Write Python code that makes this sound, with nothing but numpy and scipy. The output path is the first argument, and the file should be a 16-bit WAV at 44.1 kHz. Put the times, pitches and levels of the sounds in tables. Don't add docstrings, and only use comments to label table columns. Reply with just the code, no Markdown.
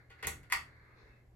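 import sys
import numpy as np
from scipy import signal
from scipy.fft import rfft, irfft
from scipy.io import wavfile

SR = 44100
rng = np.random.default_rng(int(sys.argv[2]) if len(sys.argv) > 2 else 0)


def store_pcm(level_fs):
    pcm = np.round(np.clip(level_fs, -1, 1) * 32767).astype(np.int16)
    wavfile.write(sys.argv[1], SR, np.atleast_2d(pcm).T)


N = 59535
T, FREQS = np.arange(N) / SR, np.fft.rfftfreq(N, 1 / SR)

# t/s, case knock/dB, pawl tick/dB, housing ring/dB
CONTACTS = [(0.1032, -38, -42, -15.5), (.192, -43, -53.5, -28), (0.228, -18.5, -22, -3),
            (0.2474, -22, -43, -14), (0.2703, -13.5, -1, 2), (0.432, -38.5, -39, -46.5),
            (0.5002, -26.5, -30.5, -27), (0.5207, -16.5, -25, -27), (0.5234, -1, -2.5, -14.5)]
# f/Hz, likeness (clipped in use)
LIKENESS = [(60, .96), (130, 0.87), (290, 0.8), (640, 0.57), (1400, 0.046), (2400, 0.15), (4000, -0.063),
            (7500, 0.4), (9200, -1.5), (11300, 0.65), (15000, -0.6)]


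def from_db(db):
    return 10 ** (np.asarray(db) / 20)


def at_hz(points, hz):
    f, value = np.transpose(points)
    return np.interp(np.log(hz + 1e-9), np.log(f), value)


def decay(t, t60):
    return np.exp(-np.log(1000) * t / t60)


def impulses(times, db):
    train = np.zeros(N) + 1e-18
    np.add.at(train, (np.asarray(times) * SR).astype(int), from_db(db))
    return train


def convolve(x, response):
    return signal.fftconvolve(np.atleast_2d(x), np.atleast_2d(response), axes=1)[:, :N]


def delayed(x, seconds):
    return irfft(rfft(x) * np.exp(-2j * np.pi * FREQS * seconds), N)


def resonate(x, resonances):
    out = 0
    for k, (hz, width, db) in enumerate(resonances):
        radius = np.exp(-np.pi * width / SR)
        feedback = [1, -2 * radius * np.cos(2 * np.pi * hz / SR), radius ** 2]
        gain = (-1) ** k * from_db(db) * (1 - radius ** 2) / 2
        out += gain * signal.lfilter([1, 0, -1], feedback, x)
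    return out


def ring(strikes, modes, longest_t60=.34):
    response = 0
    for k, (hz, db, t60) in enumerate(modes):
        skew = np.arccos(np.clip(at_hz(LIKENESS, hz), -1, 1)) / 2 * np.array([[1], [-1]])
        envelope = from_db(db) * decay(T, min(t60, longest_t60))
        response += (-1) ** k * envelope * np.sin(2 * np.pi * hz * T + skew)
    return convolve(strikes, response)


def unit_rms(x):
    return x / np.sqrt(np.mean(x ** 2) + 1e-20)


def stereo_noise(spectrum):
    mid, side = rfft(rng.standard_normal((2, N)))
    alike = np.clip(at_hz(LIKENESS, FREQS), -.99, .99)
    pair = np.sqrt(1 + alike) * mid + np.sqrt(1 - alike) * side * np.array([[1], [-1]])
    return unit_rms(irfft(pair * from_db(at_hz(spectrum, FREQS)), N))


def fan_and_background(hum_hz=120, hum_db=-67, rumble_db=-65.5):
    # f/Hz, relative density/dB
    hiss_spectrum = [(150, -18.5), (300, -3.5), (450, -4), (700, -10), (1200, -4.5), (1450, -2.5),
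                     (1700, 4), (1880, -1.5), (2120, 5), (2500, -17), (3000, -30.5), (3700, -19.5),
                     (4300, -14), (5400, -34), (16000, -46.5)]
    rumble_spectrum = [(20, -12.5), (50, -7), (80, 1), (135, -10), (220, -14.5), (450, -18), (700, -21),
                       (1300, -31.5), (2100, -31.5), (3000, -40), (6000, -44), (12000, -43.5),
                       (16000, -56.5)]
    # t/s, level/dB
    hiss_level = [(0, -61.5), (.08, -74.5), (.2, -60.5), (.45, -68), (.72, -63), (.85, -64), (.96, -67.5),
                  (1.12, -65.5), (1.21, -73.5), (1.35, -91)]
    hiss = from_db(np.interp(T, *np.transpose(hiss_level))) * stereo_noise(hiss_spectrum)
    hum = from_db(hum_db) * np.sqrt(2) * np.sin(2 * np.pi * hum_hz * T)
    return hum + hiss + from_db(rumble_db) * stereo_noise(rumble_spectrum)


def handling(hz=53, rise_s=.0077):
    # t/s, level/dB
    bumps = [(0.089, -56), (.575, -80), (0.791, -59.5), (1.035, -53), (1.095, -55), (1.274, -55),
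             (1.326, -56.5)]
    swing = np.sin(2 * np.pi * hz * T) * T / rise_s * np.exp(1 - T / rise_s)
    return convolve(impulses(*np.transpose(bumps)), swing)


def chain(beads_per_s=700, spread_db=1):
    # t/s, duration/s, energy level/dB
    slides = [(0.098, .028, -28), (0.186, .03, -36), (0.225, .026, -10.5), (.273, .016, -16.5),
              (0.433, 0.015, -37), (0.506, 0.017, -17)]
    out = 0
    for start, length, db in slides:
        count = max(int(length * beads_per_s), 1)
        times = start + length * (np.arange(count) + rng.random(200)[:count]) / count
        beads = impulses(times, -spread_db * rng.standard_normal(N)[:count])
        out += from_db(db) * beads / np.sqrt(np.sum(beads ** 2))
    return out


def eyelet(beads):
    # f/Hz, bandwidth/Hz, gain/dB
    resonances = [(1453, 45, 14), (2064, 50, 10.5), (2620, 450, 5.5), (3550, 460, -4.5), (6700, 700, -9.5),
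                  (11900, 1600, -25)]
    return resonate(beads, resonances)


def switch_case(beads, bead_db=-9, gain_db=4, low_cut_hz=640):
    # f/Hz, bandwidth/Hz, relative gain/dB
    resonances = [(924, 29, -2), (1214, 250, 3.5), (1570, 280, 0.5), (1946, 148, 15.5), (2130, 339, 10),
                  (2640, 410, 1.5), (3413, 180, -6.5), (4480, 520, -4.5)]
    times, case_db, _, _ = np.transpose(CONTACTS)
    knock = resonate(impulses(times, case_db) + from_db(bead_db) * beads, resonances)
    low_cut = signal.butter(2, low_cut_hz, "high", fs=SR, output="sos")
    return from_db(gain_db) * signal.sosfilt(low_cut, knock)


def housing(beads, bead_db=-7.5, gain_db=-49):
    # f/Hz, relative level/dB, T60/s (capped by ring)
    modes = [(165, -11.5, .3), (386, -5, 0.2), (459, 4, .19), (585, -10.5, 0.32), (787, -3, 0.28),
             (1120, 0, 0.26), (1465, -4.5, 0.35), (1780, -4.5, .22), (1937, -4, .26), (2085, -6.5, .22),
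             (2140, -6, .22), (2470, -3, .22), (2740, -4, 0.14), (3335, -11.5, 0.13), (4400, -14.5, .22)]
    times, _, _, ring_db = np.transpose(CONTACTS)
    return from_db(gain_db) * ring(impulses(times, ring_db) + from_db(bead_db) * beads, modes)


def pawl(chatter_s=.003, click_share=.37, chatter_share=.87, gain_db=-1):
    # f/Hz, bandwidth/Hz, relative gain/dB
    resonances = [(3560, 2700, -10), (5110, 1200, -7.5), (5850, 1500, -5.5), (7780, 1400, 1.5),
                  (8900, 760, 0), (9620, 810, -2), (11330, 1310, 0.5), (15530, 2000, -12.5)]
    times, _, pawl_db, _ = np.transpose(CONTACTS)
    tick = resonate(impulses(times, pawl_db), resonances)
    buzz = rng.standard_normal(N) * np.exp(-T / chatter_s)
    chatter = convolve(tick, buzz / np.sqrt(np.sum(buzz ** 2)))[0]
    return from_db(gain_db) * (click_share * tick + chatter_share * chatter)


def switch_cover(t60=.26):
    # f/Hz in one list, level/dB in the other
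    mode_hz = [792, 949, 1116, 1229, 1826, 1888, 1946, 2100, 2193, 2257, 2488, 2686, 2987, 4512]
    mode_db = [-43.5, -41, -54.5, -47.5, -54, -33, -43.5, -52, -43, -45.5, -45, -45, -49.5, -51]
    times, case_db, _, _ = np.transpose(CONTACTS)
    return ring(impulses(times, case_db), [(hz, db, t60) for hz, db in zip(mode_hz, mode_db)])


def bedroom(build_s=.001, gain_db=3):
    # f/Hz, relative level/dB
    colour = [(100, -1), (1000, 8), (2000, -1), (3200, 4.5), (4500, 7.5), (7500, -3), (9200, 1.5),
              (11500, -3.5), (15000, -2)]
    # f/Hz, T60/s
    band_t60 = [(100, 0.98), (500, 0.39), (1000, 0.26), (2000, 0.26), (4000, 0.24), (8000, 0.23),
                (14000, 0.22)]
    field = rfft(stereo_noise(colour))
    tail = 0
    for centre, t60 in band_t60:
        band = at_hz([(f, f == centre) for f, _ in band_t60], FREQS)
        tail += irfft(field * band, N) * decay(T, t60)
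    tail *= 1 - np.exp(-T / build_s)
    return from_db(gain_db) * tail / np.sqrt(np.sum(tail ** 2) / 2)


def mount_thud(jolts, gain_db=50.5):
    # f/Hz, bandwidth/Hz, relative gain/dB
    resonances = [(50, 46, -5.5), (141.2, 18, -3.5), (260, 180, -16)]
    return from_db(gain_db) * resonate(jolts, resonances)


def shudder(jolts, hz=77, rise_s=.029, hold_s=.082, t60=.24, gain_db=-1):
    envelope = (1 - np.exp(-T / rise_s)) * decay(np.maximum(T - hold_s, 0), t60)
    return from_db(gain_db) * convolve(jolts, np.sin(2 * np.pi * hz * T) * envelope)


def sleeve(treble_hz=3430, rub_width_hz=96, rub_db=12.5):
    # peak t/s, Gaussian width/s, level/dB, treble gain/dB, rub f/Hz
    swishes = [(.915, 0.054, -68, -26, 1230), (1.001, 0.025, -68, -0.5, 4180),
               (1.063, 0.036, -67.5, 3, 397), (1.147, .05, -73.5, -7, 2600)]
    # f/Hz, relative density/dB
    spectrum = [(200, -14.5), (430, 6), (700, -5.5), (1000, 1), (1300, -3.5), (2000, -4.5), (2650, -2.5),
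                (3050, -24), (3600, -5), (4200, -11), (5000, -11.5), (6200, -17.5), (7500, -30.5),
                (15000, -41)]
    cloth = stereo_noise(spectrum)
    treble = irfft(rfft(cloth) * FREQS ** 8 / (FREQS ** 8 + treble_hz ** 8), N)
    out = 0
    for peak_s, width_s, db, treble_db, hz in swishes:
        rub = cloth + (from_db(treble_db) - 1) * treble + resonate(cloth, [(hz, rub_width_hz, rub_db)])
        swell = np.exp(-.5 * ((T - peak_s) / width_s) ** 2)
        out += from_db(db) * swell * unit_rms(rub)
    return out


def scene(direct_db=1, left_lead_s=74e-6, echo_s=.0112, echo_db=-12.5, ringing_send=.058):
    # t/s, level/dB
    load_changes = [(.243, -43.5), (.528, -52)]
    jolts = impulses(*np.transpose(load_changes))
    room, background, beads = bedroom(), fan_and_background(), chain()
    snap = eyelet(beads) + switch_case(beads) + pawl()
    ringing = housing(beads) + switch_cover()
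    direct = from_db(direct_db) * np.array([delayed(snap, -left_lead_s), snap])
    echo = from_db(echo_db) * delayed(direct, echo_s)
    reverberation = convolve(snap + mount_thud(jolts) + ringing_send * ringing, room)
    return background + handling() + direct + ringing + echo + reverberation + shudder(jolts) + sleeve()


def record(dry):
    return signal.sosfilt(signal.ellip(10, .2, 80, 16200, fs=SR, output="sos"), dry)


dry = scene()
out = record(dry)
store_pcm(out)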